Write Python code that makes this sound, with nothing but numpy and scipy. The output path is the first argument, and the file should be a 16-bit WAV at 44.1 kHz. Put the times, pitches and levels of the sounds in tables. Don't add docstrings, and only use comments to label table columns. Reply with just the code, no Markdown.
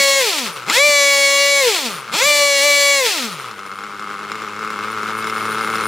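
import sys
import numpy as np
from scipy import signal
from scipy.fft import rfft, irfft
from scipy.io import wavfile
from scipy.ndimage import uniform_filter1d

SR = 44100
rng = np.random.default_rng(int(sys.argv[2]) if len(sys.argv) > 2 else 0)


def nominal_scale(level):
    x = np.asarray(level, float) / 20
    return 10 ** x


def int16_out(signal):
    q = np.round(np.clip(np.atleast_2d(signal).T, -1, 1) * 32767)
    wavfile.write(sys.argv[1], SR, q.astype(np.int16))


N = 258867
HZ = np.fft.rfftfreq(N, 1 / SR)

# (time [s], peak [dB], metal crack against the peak [dB])
HARD_FIRINGS = [(3.5113, -12.5, -11), (3.5916, -11.5, -16), (3.632, -13.5, -18), (3.6629, -12, -17),
                (3.7153, -10.5, -17), (3.7871, -10, -16), (3.8365, -10, -15), (3.8655, -14, -17),
                (3.9448, -13, -27), (3.9947, -10.5, -15), (4.0231, -11.5, -18), (4.0421, -11, -25),
                (4.0725, -12, -26), (4.1019, -11, -22), (4.1408, -11, -20), (4.1912, -10, -18),
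                (4.2107, -11, -27), (4.2491, -10.5, -23), (4.2985, -13, -21), (4.3174, -6.5, -12.5),
                (4.3543, -8.5, -15.5), (4.3818, -12, -22), (4.4192, -7.5, -16.5), (4.4466, -11, -26),
                (4.4661, -13, -27), (4.4855, -10, -20), (4.5334, -10.5, -24), (4.5629, -9.5, -20),
                (4.5913, -8.5, -16), (4.6187, -9.5, -26.5), (4.6472, -7.5, -15.5), (4.6751, -7.5, -16),
                (4.7031, -6.5, -13), (4.731, -9, -25), (4.7599, -9, -24), (4.7894, -6, -19),
                (4.8083, -8, -23), (4.8452, -6.5, -25), (4.8826, -9, -22), (4.9011, -8, -20),
                (4.9285, -8, -24), (4.9465, -9, -20), (4.9744, -7, -26), (5.0313, -4.5, -17.5),
                (5.0682, -7.5, -20), (5.0867, -6, -21), (5.1046, -8, -20), (5.151, -5.5, -22),
                (5.1874, -4.5, -21.5), (5.2244, -6, -17), (5.2428, -4.5, -16), (5.2703, -4.5, -13),
                (5.2977, -3, -13.5), (5.3251, -6.5, -26), (5.3431, -9, -22), (5.3616, -3.5, -24),
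                (5.38, -4, -20), (5.4079, -8, -27), (5.4259, -6, -18), (5.4538, -5, -17), (5.4813, -5, -24),
                (5.5182, -5, -19), (5.5461, -3, -19), (5.5826, -4, -17), (5.6095, -2, -17),
                (5.6274, -8, -25), (5.6464, -3, -20), (5.6743, -2, -19), (5.7008, -2.5, -16),
                (5.7372, -3.5, -22), (5.7552, -1, -14.5), (5.7826, -2.5, -19), (5.809, -2.5, -18),
                (5.837, -4, -21), (5.8554, -0.5, -20)]
# (time [s], how settled the orders are [0-1], strong-weak alternation of turns [0-1])
HELD_THROTTLE = [(0, 1, 1), (.19, 0.98, 0.88), (.25, 0, 0), (.77, 0.27, 0.3), (.82, 0.91, 0.3),
                 (.87, 0.98, 1), (1.6, 0.91, 0.94), (1.66, 0, 0), (2.21, 0.17, 0.07), (2.26, 0.91, 0.2),
                 (2.3, 0.94, 1), (2.99, 1, 0.9), (3.05, 0, 0)]


def read(table):
    s, *columns = np.transpose(table)
    return [np.interp(np.arange(N) / SR, s, c) for c in columns]


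def over_hz(points):
    hz, value = np.transpose(points)
    return np.interp(np.log(HZ + 1), np.log(hz), value)


def unit(x):
    return x / np.sqrt(np.mean(x ** 2))


def ring(x, modes, order=1):
    bank = 0
    for k, (f, width, db) in enumerate(modes):
        detuning = (HZ / f - f / (HZ + 1e-9)) * f / width
        bank = bank + (-1) ** k * nominal_scale(db) / (1 + 1j * detuning) ** order
    return irfft(rfft(x) * bank, N)


def walk(rate, channels=1):
    hold = int(SR / rate)
    steps = np.repeat(rng.standard_normal((channels, N // hold + 1)), hold, axis=1)
    return 1.26 * uniform_filter1d(steps, hold, axis=1)[:, :N]


def pulses(turns, size):
    at = np.flatnonzero(np.diff(np.floor(turns)) > 0)
    late = (np.floor(turns[at + 1]) - turns[at]) / (turns[at + 1] - turns[at])
    out = np.zeros(N)
    out[at], out[at + 1] = (1 - late) * size[:len(at)], late * size[:len(at)]
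    return out


def crank(hz):
    turns = np.cumsum(hz) / SR
    at = (np.array(HARD_FIRINGS)[:, 0] * SR).astype(int)
    gaps = np.round(np.diff(turns[at], prepend=turns[at[0]]))
    gaps = np.maximum(gaps, at > at[0])
    whole = np.round(turns[at[0]]) + np.cumsum(gaps)
    slip = np.interp(np.arange(N), np.r_[at[0] - SR // 10, at], np.r_[0, whole - turns[at]])
    return turns + slip, whole.astype(int)


def song(turns, hz, first_db, song_db):
    # (multiple of half the crank speed, level [dB])
    orders = [(1, -25.5), (2, 0), (3, -16), (4, -5), (5, -21), (6, -8.5), (7, -7), (8, 4.5), (9, -19),
              (10, -5.5), (11, -19), (12, -5), (13, -14.5), (14, -7.5), (15, -5.5), (16, -5.5), (17, -39.5),
              (18, -11), (19, -12.5), (20, -10.5), (21, -9), (22, -12), (23, -14.5), (24, -7.5),
              (25, -18.5), (26, -7), (27, -15), (28, -15), (29, -13), (30, -20), (31, -17), (32, -27.5),
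              (33, -26), (34, -15), (35, -33), (36, -26), (37, -23), (38, -15), (39, -25), (40, -16.5)]
    # (frequency [Hz], width [Hz], level [dB])
    swept_modes = [(485, 116, -0.5), (986, 226, -2.5), (1420, 105, -4.5), (1850, 220, -11),
                   (2410, 220, -2.5), (2710, 200, -5.5), (3310, 240, -3), (4300, 240, -4),
                   (5240, 630, -11.5), (7530, 980, -11)]
    song_speed_hz = 565
    settled, alternate = np.clip(read(HELD_THROTTLE), 0, 1)
    waver = walk(18, channels=2 * len(orders)).reshape(2, len(orders), N)
    start = 2 * np.pi * rng.random(len(orders))
    idling_db = -7.0 * np.log2(np.clip(hz / 200, 0, 1)) ** 2
    low, high = 0, 0
    for k, (half, db) in enumerate(orders):
        phase = np.pi * half * turns + start[k] + 0.17 * waver[1, k]
        line = nominal_scale(1.85 * waver[0, k]) * np.sin(phase) * np.sqrt(2)
        if half == 2:
            gain = nominal_scale(first_db + 2.39 * idling_db)
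        else:
            gain = nominal_scale(song_db + db - 6.0) * (alternate if half % 2 else settled)
        if half < 6:
            low = low + line * gain
        else:
            high = high + line * gain
    uneven = nominal_scale(1.7 * rng.standard_normal(N // 50))
    beats = ring(pulses(turns, uneven), swept_modes) / np.sqrt(hz / song_speed_hz)
    sweep = nominal_scale(song_db + idling_db + 25.5) * np.sqrt(1 - settled ** 2) * beats
    return low * nominal_scale(np.array([[.8], [-.8]])) + high + sweep


def exhaust(turns, fired, hz, puff_db):
    # (frequency [Hz], width [Hz], level [dB])
    pipe_modes = [(208.4, 67, -3.5), (314, 89, -9.5), (436, 114, -3.5), (570, 160, -15.5), (813, 118, -8),
                  (1286, 600, 3), (2144, 220, -5), (2660, 130, -11.5)]
    # (frequency [Hz], width [Hz], level [dB])
    metal_modes = [(2090, 200, 2), (2740, 140, -2), (3540, 150, -2), (4070, 180, -4), (5120, 310, -4),
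                   (7150, 155, -4), (9000, 1800, -20)]
    # (time [s], peak [dB], metal crack against the peak [dB])
    catches = [
        (0.6632, -17, -14),
        (0.684, -11, -11),
        (0.6978, -7.5, -3),
        (2.1258, -13, -10),
        (2.1391, -14, -6),
    ]
    at = np.flatnonzero(np.diff(np.floor(turns)) > 0)
    chance = rng.standard_normal((len(at), 2)).T
    speed = hz[at] / 100
    size_db = puff_db[at] - 0.87 * np.log2(speed) ** 2 + 1.5 * chance[0]
    size = nominal_scale(size_db) / np.sqrt(speed)
    crack = size * nominal_scale(-34 + 2.5 * chance[1])
    row = np.clip(fired - int(turns[at[0] + 1]), 0, len(at) - 1)
    _, peak_db, crack_db = np.transpose(HARD_FIRINGS)
    size[row] = nominal_scale(peak_db - 11)
    crack[row] = nominal_scale(peak_db + crack_db - 6)
    puffs, cracks = pulses(turns, size), pulses(turns, crack)
    for s, peak_db, crack_db in catches:
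        puffs[int(s * SR)] += nominal_scale(peak_db - 10.5)
        cracks[int(s * SR)] += nominal_scale(peak_db + crack_db - 0.5)
    decay = np.exp(-1 / (0.0046 * SR))
    burst = signal.lfilter([1], [1, -decay], cracks) * rng.standard_normal(N)
    through_pipe = nominal_scale(34.5) * ring(puffs, pipe_modes, order=3)
    return through_pipe + nominal_scale(13) * ring(burst + 3.6 * cracks, metal_modes)


def rasp(turns, hz, rasp_db):
    # (frequency [Hz], density [dB per Hz])
    held_colour = [(88, -72), (150, -31.5), (501, -29), (563, 0.5), (632, -35), (1030, -18), (1110, -18),
                   (1520, -35), (1640, -15.5), (2240, -15), (2420, -13), (4330, -12), (15600, -22)]
    # (frequency [Hz], density [dB per Hz])
    fast_colour = [(180, -34), (300, -11.5), (653, -8.5), (783, -14), (955, -6), (1130, -11), (1370, -17),
                   (1590, -4), (2180, 1.5), (4300, 1.5), (15600, -15.5)]
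    # (frequency [Hz], density [dB per Hz])
    slow_colour = [(88, -34), (150, -15), (201, -17), (259, -22), (412, -9), (697, -18.5), (798, -16),
                   (1300, -0.5), (1740, -16), (2190, -12.5), (2420, -13.5), (7180, -28.5), (15600, -42.5)]
    held = np.clip(read(HELD_THROTTLE)[0], 0, 1)
    fast = np.clip((hz - 110) / 120, 0, 1)
    gate = (.5 + 0.62 * np.exp(-(turns % 1) / 0.28)) * nominal_scale(1.36 * walk(40)[0])
    mid, side = rfft(gate * rng.standard_normal((2, N)))
    apart = np.clip(HZ / 14000, .08, .4)
    ports = mid + apart * side * np.array([[1], [-1]])
    colours = (held_colour, fast_colour, slow_colour)
    loaded, quick, slow = (unit(irfft(ports * nominal_scale(over_hz(c)), N)) for c in colours)
    at_speed = held * loaded * nominal_scale(-3.5) + (fast - held * fast) * quick * nominal_scale(-2)
    return nominal_scale(rasp_db) * (at_speed + (1 - fast) * slow * nominal_scale(6.5))


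def bell(hz):
    # (time [s], level [dB])
    whistle = [(0.0, -39), (0.31, -43), (0.54, -45), (0.67, -62), (0.7, -46), (0.73, -38), (1.65, -37),
               (1.67, -34), (1.96, -42.5), (2.11, -58), (2.16, -39), (2.91, -36), (3.11, -40), (3.6, -56),
               (4.58, -64), (4.9, -57), (4.92, -41), (4.95, -59), (5.07, -53), (5.21, -43), (5.25, -50),
               (5.28, -47), (5.56, -39.5), (5.57, -43.5), (5.87, -39.5)]
    # (frequency [Hz], width [Hz], level [dB])
    bell_modes = [(9480, 150, 7), (13350, 170, -1), (9150, 460, -14), (12100, 200, -22)]
    level_db, = read(whistle)
    fits = nominal_scale(2.4 * walk(35)[0])
    grazing = unit(ring(fits * rng.standard_normal(N), bell_modes))
    return nominal_scale(level_db + 1.5) * np.clip((330 - hz) / 150, 0, 1) * grazing


def deck():
    # (time [s], level [dB])
    shaking = [(0.0, -60), (0.13, -69), (0.23, -59), (0.29, -79), (0.67, -90), (0.75, -55), (0.9, -60),
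               (1.0, -71), (1.16, -65), (1.58, -64), (1.68, -58), (1.77, -80), (2.03, -82), (2.26, -51),
               (2.34, -69), (2.4, -54), (2.5, -62), (2.65, -61), (2.81, -71), (2.97, -64), (3.16, -80),
               (4.63, -75), (4.69, -60), (4.79, -77), (4.95, -75), (5.13, -78), (5.28, -79), (5.38, -73),
               (5.87, -67)]
    # (time [s], peak [dB], pitch [Hz])
    hops = [
        (0.885, -33, 248),
        (2.14, -28, 188.1),
        (2.259, -35, 207),
        (2.409, -42, 253.8),
    ]
    level_db, = read(shaking)
    boards = signal.butter(3, [42, 160], "band", fs=SR, output="sos")
    mid, side = signal.sosfilt(boards, rng.standard_normal((2, N)))
    out = nominal_scale(level_db + 5.5) * unit(mid + 0.28 * side * np.array([[1], [-1]]))
    t = np.arange(SR // 10) / SR
    swell = t / 0.0046 * np.exp(-t / 0.0051)
    for s, peak_db, hz in hops:
        i = int(s * SR)
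        out[:, i:i + len(t)] += nominal_scale(peak_db + 7.5) * swell * np.sin(2 * np.pi * hz * t)
    return out


def garden(engine):
    t = np.arange(SR // 4) / SR
    tail = rng.standard_normal((2, SR // 4)) * nominal_scale(-60 * t / 0.16)
    return nominal_scale(-50) * signal.fftconvolve(engine, tail, axes=1)[:, :N]


def scene():
    # (time [s], crank speed [Hz])
    crank_speed = [(0.0, 557.2), (0.16, 547.8), (0.19, 545), (0.24, 483.0), (0.34, 319.4), (0.46, 215.2),
                   (0.5, 170.5), (0.65, 106.4), (0.67, 135.7), (0.69, 219.6), (0.7, 279.7), (0.72, 346),
                   (0.73, 407), (0.75, 458.6), (0.77, 496.3), (0.8, 563.9), (0.85, 591.1), (1.01, 566),
                   (1.26, 557.6), (1.5, 565.6), (1.6, 558), (1.67, 481), (1.8, 293), (1.89, 213.4),
                   (1.99, 141), (2.06, 120), (2.09, 102.1), (2.11, 132.4), (2.12, 210), (2.14, 267.2),
                   (2.16, 333.7), (2.17, 394), (2.19, 434.5), (2.22, 517.4), (2.24, 553.7), (2.27, 591.2),
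                   (2.6, 555.7), (2.66, 583), (2.71, 572.6), (2.94, 563), (2.99, 548.1), (3.04, 496),
                   (3.2, 264.6), (3.27, 216.7), (3.37, 147.5), (3.4, 137.7), (3.43, 132.1), (3.55, 98.7),
                   (3.68, 96.2), (3.99, 100.7), (4.02, 101), (4.09, 99.9), (4.22, 101), (4.3, 99),
                   (4.35, 106.3), (4.43, 106), (4.48, 100.8), (4.54, 102), (4.59, 106), (4.79, 100),
                   (4.82, 106.5), (4.92, 107.8), (5.0, 107), (5.12, 108.7), (5.87, 107.4)]
    # (time [s], first order [dB], song [dB], puff [dB], rasp [dB])
    engine_levels = [(0.0, -18.5, -15, -37, -16), (0.15, -18.5, -15.5, -22, -19.5),
                     (0.23, -17.5, -17, -31, -17), (0.28, -19.5, -14, -31, -15),
                     (0.33, -36.5, -15.5, -27, -17), (0.44, -31.5, -22.5, -28, -20.5),
                     (0.55, -48, -39.5, -35, -35.5), (0.57, -47, -34, -33, -31.5),
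                     (0.65, -40, -42, -30, -41), (0.7, -34.5, -14, -17, -24), (0.73, -35, -13, -31, -18),
                     (0.75, -24, -10.5, -30, -14), (0.78, -18, -9.5, -6, -17.5),
                     (0.83, -20.5, -13.5, -28, -26), (0.88, -17.5, -16, -42, -20),
                     (1.0, -18, -14.5, -34, -23), (1.14, -18.5, -15, -21, -19.5),
                     (1.57, -22.5, -15, -22, -22), (1.68, -14.5, -15.5, -31, -13.5),
                     (1.75, -33, -13, -25, -17), (1.81, -35, -20, -40, -19.5),
                     (1.86, -31, -17.5, -24, -22.5), (2.01, -46, -41.5, -31, -35),
                     (2.11, -41, -39, -26, -39), (2.14, -38, -13, -19, -23), (2.16, -30, -10, -28, -16),
                     (2.17, -35.5, -11, -26, -16.5), (2.21, -17, -9, -22, -16), (2.22, -17.5, -9, -2, -20),
                     (2.29, -19, -15, -36, -19.5), (2.52, -20, -16, -17, -20), (2.63, -20, -14.5, -13, -21),
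                     (2.66, -17, -15, -39, -19), (2.76, -20.5, -15, -29, -19), (2.96, -17.5, -15, -27, -20),
                     (3.01, -18, -16, -32, -18), (3.07, -18.5, -16, -27, -14.5),
                     (3.12, -34, -15.5, -25, -16.5), (3.25, -32.5, -23.5, -23, -23.5),
                     (3.35, -38, -36.5, -38, -30.5), (3.56, -42.5, -38, -30, -42),
                     (5.4, -30.5, -38, -19.5, -32.5), (5.87, -31.5, -29, -18, -33)]
    hz, = read(crank_speed)
    first_db, song_db, puff_db, rasp_db = read(engine_levels)
    turns, fired = crank(hz)
    engine = song(turns, hz, first_db, song_db) + exhaust(turns, fired, hz, puff_db) + bell(hz)
    return engine + garden(engine) + rasp(turns, hz, rasp_db) + deck()


def low_pass(x):
    return signal.sosfilt(signal.butter(12, 15780, fs=SR, output="sos"), x)


def record(dry):
    # (frequency [Hz], left minus right [dB])
    port_db = [(60, 0.5), (110, 0.44), (200, 4.1), (380, 0.79), (700, 4.3), (1290, 2.9), (2380, 1.3),
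               (4400, 0.27), (8120, 2), (15000, 1.1)]
    # (frequency [Hz], phase by which left leads [rad])
    port_rad = [(0, 0), (5680, 0.061), (5940, -0.43), (7670, -0.2), (13300, -0.25), (15300, 0.0)]
    with np.errstate(divide="ignore"):
        half = nominal_scale(over_hz(port_db) / 2) * np.exp(.5j * over_hz(port_rad))
    heard = irfft(rfft(dry) * np.array([half, 1 / half]), N)
    limited = np.tanh(0.89 * heard) / 0.93
    mix = irfft(rfft(limited) * (HZ < 15800), N)
    return low_pass(mix)


dry = scene()
out = record(dry)
int16_out(out)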